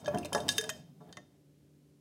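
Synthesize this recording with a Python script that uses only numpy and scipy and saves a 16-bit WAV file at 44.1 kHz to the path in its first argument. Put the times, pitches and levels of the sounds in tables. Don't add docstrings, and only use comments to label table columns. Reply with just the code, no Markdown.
import sys
import numpy as np
from scipy import signal
from scipy.fft import rfft, irfft, next_fast_len
from scipy.io import wavfile
from scipy.ndimage import map_coordinates

SR = 44100
rng = np.random.default_rng(int(sys.argv[2]) if len(sys.argv) > 2 else 0)


def store_wav(level_fs):
    pcm = np.round(np.clip(np.atleast_2d(level_fs), -1, 1) * 32767)
    wavfile.write(sys.argv[1], SR, pcm.T.astype(np.int16))


N = 88508

# start_s, low_db, mid_db, high_db, favoured_hz
BARREL_CLICKS = [(0.046, -79, -52, -66, 5050), (.059, -42, -40.5, -69, 3645),
                 (0.0675, -48.5, -43.5, -54, 3645), (0.0802, -41, -43.5, -53.5, 5800),
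                 (0.146, -44, -46, -56.5, 5160), (0.174, -45, -49.5, -58.5, 2510),
                 (0.184, -55, -42.5, -42, 8680), (0.2308, -63.5, -55.5, -62, 4160),
                 (0.2476, -60, -41, -47, 4160), (.2556, -55.5, -45.5, -44, 8770),
                 (0.3299, -34.5, -30.5, -33, 4380), (0.348, -33, -30.5, -39, 1685),
                 (0.38, -41.5, -46.5, -52, 6362), (.403, -57.5, -40.5, -48.5, 5150),
                 (0.4825, -37.5, -33.5, -41, 5230), (0.4892, -35.5, -20, -30.5, 4900),
                 (0.5812, -27.5, -20, -27, 3645), (.611, -39, -43, -38, 3400),
                 (0.6396, -43.5, -41.5, -45.5, 1660), (0.6919, -34, -31.5, -38, 3180),
                 (.699, -51, -36.5, -41.5, 3100), (1.092, -63, -76, -90, 3400),
                 (1.126, -59, -47, -59, 4750), (1.17, -46.5, -44.5, -58.5, 4100)]
# pitch_hz, level_db, t60_s
BARREL_MODES = [(1680.4, -2, 0.097), (2515, -13, 0.041), (2724, -10, 0.048), (3136, 3, 0.063),
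                (3660, 4, .06), (4120, -9.5, .04), (4597, -5.5, 0.07), (4810, -7.5, 0.018),
                (5160, -1.5, 0.035), (5790, -5.5, 0.02), (5960, -10, 0.045), (6373, -6.5, .075),
                (6670, -7.5, 0.041), (7670, -10, .043), (7944, -6.5, 0.012), (8740, -5, .037),
                (9860, -10.5, 0.039), (10830, -10.5, .05), (12030, -8.5, .017), (13250, -19, .024)]
# freq_hz, density_db
CRACK_SPECTRUM = [(300, -30.5), (900, -7.5), (1500, -2), (2300, -9.5), (3800, 5), (5200, 9.5), (7000, -3),
                  (9000, -0.5), (12000, -10), (16000, -16.5)]
# start_s, boom_db, boom_hz, wall_db, thump_db, rise_s
CUP_KNOCKS = [(0.043, -49, 598, -56, -58, .001), (0.0762, -26.5, 587.7, -31, -43, 0.0043),
              (.139, -35.5, 632, -30, -32, 0.0056), (.157, -38.5, 714, -40.5, -34.5, 0.0011),
              (0.181, -39.5, 330, -46.5, -41, 0.0083), (.248, -40, 595, -46.5, -46, 0.0022),
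              (.323, -42.5, 559, -37.5, -47.5, 0.0013), (0.3482, -29.5, 598, -28, -39, 0.0011),
              (.357, -29, 614.5, -31, -45, 0.0034), (.373, -32.5, 579, -43, -43.5, 0.0063),
              (0.584, -26.5, 438.6, -49, -50, 0.02), (.625, -34, 623, -45, -50, 0.026),
              (.7, -37.5, 621.4, -50.5, -43.5, 0.017), (1.005, -45.5, 608, -39.5, -66, 0.034),
              (1.171, -55, 598, -53.5, -50.5, .0012)]
# pitch_hz, level_db, t60_s
CUP_MODES = [(430, -2.5, 0.12), (710.2, -2.5, 0.14), (852, 0.5, 0.046), (975, 0, 0.045), (1134, -3, 0.042),
             (1352, -5, 0.043), (1565, -7.5, 0.021), (1710, -5, .03)]
# freq_hz, density_db
THUMP_SPECTRUM = [(35, -47.5), (70, -15.5), (130, -1.5), (300, -3), (500, -15), (1000, -22.5),
                  (3000, -60.5)]
# start_s, level_db
RIM_TAPS = [(.146, -42), (.3486, -36), (.4895, -44), (.581, -40), (.642, -50), (.692, -35), (1.127, -57),
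            (1.171, -46)]
# pitch_hz, level_db, t60_s
RIM_MODES = [(1103, -4.5, .04), (1203.7, -4.5, .025), (1424, -5.5, .025), (1557, 4.5, .025),
             (1830, -8, 0.13), (2026, -6, 0.053)]
# start_s, level_db, length_s
SLIDE_STROKES = [(-.02, -56, 0.027), (.14, -55, 0.16), (.32, -47.5, 0.11), (.485, -44.5, 0.31),
                 (.99, -65.5, 0.075)]
# freq_hz, density_db
SLIDE_SPECTRUM = [(400, -32.5), (1650, -6), (2400, -11), (3400, -7.5), (5500, 1), (9000, 3), (12000, -5.5),
                  (16000, -7.5)]
# start_s, level_db, start_hz
PENCIL_SQUEAKS = [(0.23, -46.5, 2869), (0.248, -55, 2657), (0.254, -45.5, 2950)]
# start_s, level_db, length_s
GRIP_STROKES = [(-.02, -44, 0.72), (.98, -57.5, 0.14)]
# freq_hz, density_db
RUSTLE_SPECTRUM = [(25, -51), (48, -26), (70, 2), (140, 2), (260, 1), (450, -5), (700, -0.5), (1100, -15),
                   (2200, -25), (6000, -36.5)]
# start_s, level_db, length_s
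SWING_STROKES = [(.55, -60.5, 0.575)]
# freq_hz, density_db
SWING_SPECTRUM = [(70, -31.5), (125, -7), (150, 3), (200, -2.5), (260, -5), (500, -42)]
# pitch_hz, level_db
MOTOR_TONES = [(145.8, -67), (195, -83.5), (291, -72.5), (391, -78.5), (538, -87), (586, -86)]
# freq_hz, density_db
AIR_SPECTRUM = [(20, -31.5), (45, -22.5), (72, 5), (110, -2), (190, 2), (300, 0), (450, -6), (700, -18.5),
                (1200, -24.5), (3000, -24.5), (6000, -26), (12000, -28.5), (16000, -35.5)]
# freq_hz, t60_s
ROOM_DECAY = [(100, 0.99), (500, 0.27), (2000, 0.37), (5000, 0.48), (9000, 0.22), (15000, 0.31)]


def barrel_clicks(detune_ratio=0.0083, detune_above_hz=7000):
    out, t = np.zeros(N), np.arange(SR // 2) / SR
    bands_hz = [("lowpass", 2400), ("bandpass", (2400, 7000)), ("highpass", 7000)]
    filters = [signal.butter(3, hz, kind, fs=SR, output="sos") for kind, hz in bands_hz]
    crack_decay = amp(-60 * t / 0.016) + amp(-15 - 60 * t / 0.06)
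    for start_s, *bands_db, favoured_hz in BARREL_CLICKS:
        detune = detune_ratio * rng.standard_normal()
        modes = []
        for hz, db, t60_s in BARREL_MODES:
            spot_db = 7 * np.exp(-(np.log(hz / favoured_hz) / 0.11) ** 2)
            modes.append((hz * (1 + detune * (hz > detune_above_hz)), db + spot_db, t60_s))
        crack = amp(9) * noise(CRACK_SPECTRUM, len(t)) * crack_decay
        blow = (ring(modes, t, scatter_db=6.5) + crack) * (1 - np.exp(-t / 0.00015))
        bands = [signal.sosfilt(sos, blow) for sos in filters]
        click = sum(amp(db - 3.5) * band / np.std(band[:SR // 100]) for db, band in zip(bands_db, bands))
        add(out, start_s, in_room(click, wet_db=-13.5))
    return out


def cup_knocks(boom_t60_s=0.095, thump_t60_s=0.11):
    out, t = np.zeros(N), np.arange(SR // 2) / SR
    for start_s, boom_db, boom_hz, wall_db, thump_db, rise_s in CUP_KNOCKS:
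        boom = amp(boom_db + 4.5 - 60 * t / boom_t60_s) * np.sin(2 * np.pi * boom_hz * t)
        wall = amp(wall_db - 2) * ring(CUP_MODES, t, scatter_db=4)
        thump = amp(thump_db - 60 * t / thump_t60_s) * noise(THUMP_SPECTRUM, len(t))
        knock = (boom + wall + thump) * np.minimum(t / rise_s, 1)
        add(out, start_s, in_room(knock, wet_db=-5))
    return out


def rim_taps(rise_s=0.00036):
    out, t = np.zeros(N), np.arange(SR // 2) / SR
    for start_s, level_db in RIM_TAPS:
        tap = amp(level_db) * ring(RIM_MODES, t, scatter_db=4.5) * (1 - np.exp(-t / rise_s))
        add(out, start_s, in_room(tap, wet_db=-20))
    return out


def barrel_slides(width_ratio=0.012, treble_hz=4200, brighten_db_per_db=0.72):
    def response(hz):
        body = sum(amp(db) * resonance(hz, mode_hz, width_ratio * mode_hz)
                   for mode_hz, db, _ in BARREL_MODES)
        return (0.08 + body) * amp(along(SLIDE_SPECTRUM, hz))

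    slips = rng.standard_normal(N) * amp(1.9 * wobble(rate_hz=54))
    rub = unit(filtered(slips, response))
    low = filtered(rub, lambda hz: 1 / (1 + (hz / treble_hz) ** 6))
    force = strokes(SLIDE_STROKES, attack_s=0.018, sag_db_per_s=49.5, release_db_per_s=197)
    treble = (rub - low) * (force / force.max()) ** brighten_db_per_db
    return in_room(force * (low + treble), wet_db=-17)


def pencil_squeaks(glide_s=0.008, rise_s=0.00028, t60_s=0.055):
    out, t = np.zeros(N), np.arange(SR // 4) / SR
    for start_s, level_db, start_hz in PENCIL_SQUEAKS:
        jitter = 0.075 * wobble(rate_hz=900)[:len(t)]
        pitch_hz = start_hz * (1 - 0.19 * (1 - np.exp(-t / glide_s)) + jitter)
        envelope = amp(level_db + 4 - 60 * t / t60_s) * (1 - np.exp(-t / rise_s))
        note = envelope * np.sin(2 * np.pi * np.cumsum(pitch_hz) / SR)
        add(out, start_s, in_room(note, wet_db=-11))
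    return out


def arm_rustle():
    grip = strokes(GRIP_STROKES, attack_s=0.09, sag_db_per_s=10, release_db_per_s=81)
    swing = strokes(SWING_STROKES, attack_s=0.11, sag_db_per_s=4, release_db_per_s=150)
    brush = unit(noise(RUSTLE_SPECTRUM, N) * amp(2.7 * wobble(rate_hz=30))) * grip
    rumble = noise(SWING_SPECTRUM, N) * swing
    return in_room(brush + rumble, wet_db=-11)


def motor_hum():
    out, t = np.zeros(N), np.arange(N) / SR
    for pitch_hz, level_db in MOTOR_TONES:
        peak = np.sqrt(2) * amp(level_db + 1.1 * wobble(rate_hz=5.7))
        drift_rad = 0.68 * wobble(rate_hz=15)
        out += peak * np.sin(2 * np.pi * pitch_hz * t + drift_rad)
    return out


def room_air(level_db=-67.5):
    return amp(level_db) * noise(AIR_SPECTRUM, N)


def in_room(x, wet_db):
    hz, t, spectra = signal.stft(rng.standard_normal(SR // 2), SR, nperseg=256)
    decay = amp(-60 * t / along(ROOM_DECAY, hz)[:, None])
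    tail = signal.istft(spectra * decay, SR, nperseg=256)[1]
    tail *= 1 - np.exp(-np.arange(len(tail)) / SR / 0.0017)
    return x + amp(wet_db) * signal.fftconvolve(x, tail / np.linalg.norm(tail))[:len(x)]


def ring(modes, t, scatter_db):
    hz, db, t60_s = np.transpose(modes)[:, :, None]
    gain = amp(db + scatter_db * rng.standard_normal(db.shape) - 60 * t / t60_s)
    return np.sum(gain * np.sin(2 * np.pi * (hz * t + rng.random(hz.shape))), axis=0)


def resonance(hz, mode_hz, width_hz):
    return 1j * hz * width_hz / (mode_hz ** 2 - hz ** 2 + 1j * hz * width_hz)


def strokes(rows, attack_s, sag_db_per_s, release_db_per_s):
    start_s, level_db, length_s = np.transpose(rows)[:, :, None]
    age_s = np.maximum(np.arange(N) / SR - start_s, 0)
    fade_db = sag_db_per_s * age_s + release_db_per_s * np.maximum(age_s - length_s, 0)
    return np.linalg.norm(np.minimum(age_s / attack_s, 1) * amp(level_db - fade_db), axis=0)


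def noise(spectrum, size):
    return unit(filtered(rng.standard_normal(size), lambda hz: amp(along(spectrum, hz))))


def wobble(rate_hz):
    return map_coordinates(rng.standard_normal(400), [np.arange(N) * rate_hz / SR], mode="wrap")


def filtered(x, response):
    size = next_fast_len(len(x) + 8192)
    return irfft(rfft(x, size) * response(np.fft.rfftfreq(size, 1 / SR)), size)[:len(x)]


def along(points, hz):
    knots_hz, values = np.transpose(points)
    return np.interp(np.log(hz + 1), np.log(knots_hz + 1), values)


def add(track, start_s, sound):
    start = max(round(start_s * SR), 0)
    track[start:start + len(sound)] += sound[:N - start]


def amp(db):
    return 10 ** (np.asarray(db) / 20)


def unit(x):
    return x / np.sqrt(np.mean(x ** 2) + 1e-20)


def scene():
    impacts = barrel_clicks() + rim_taps() + cup_knocks()
    friction = pencil_squeaks() + barrel_slides() + arm_rustle()
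    return (impacts + friction + motor_hum() + room_air())[None]


def record(dry):
    bottom_hz, top_hz = 58, 16100
    thin = signal.sosfilt(signal.butter(4, bottom_hz, "highpass", fs=SR, output="sos"), dry)
    return np.array([filtered(channel, lambda hz: 1 / (1 + (hz / top_hz) ** 120)) for channel in thin])


dry = scene()
out = record(dry)
store_wav(out)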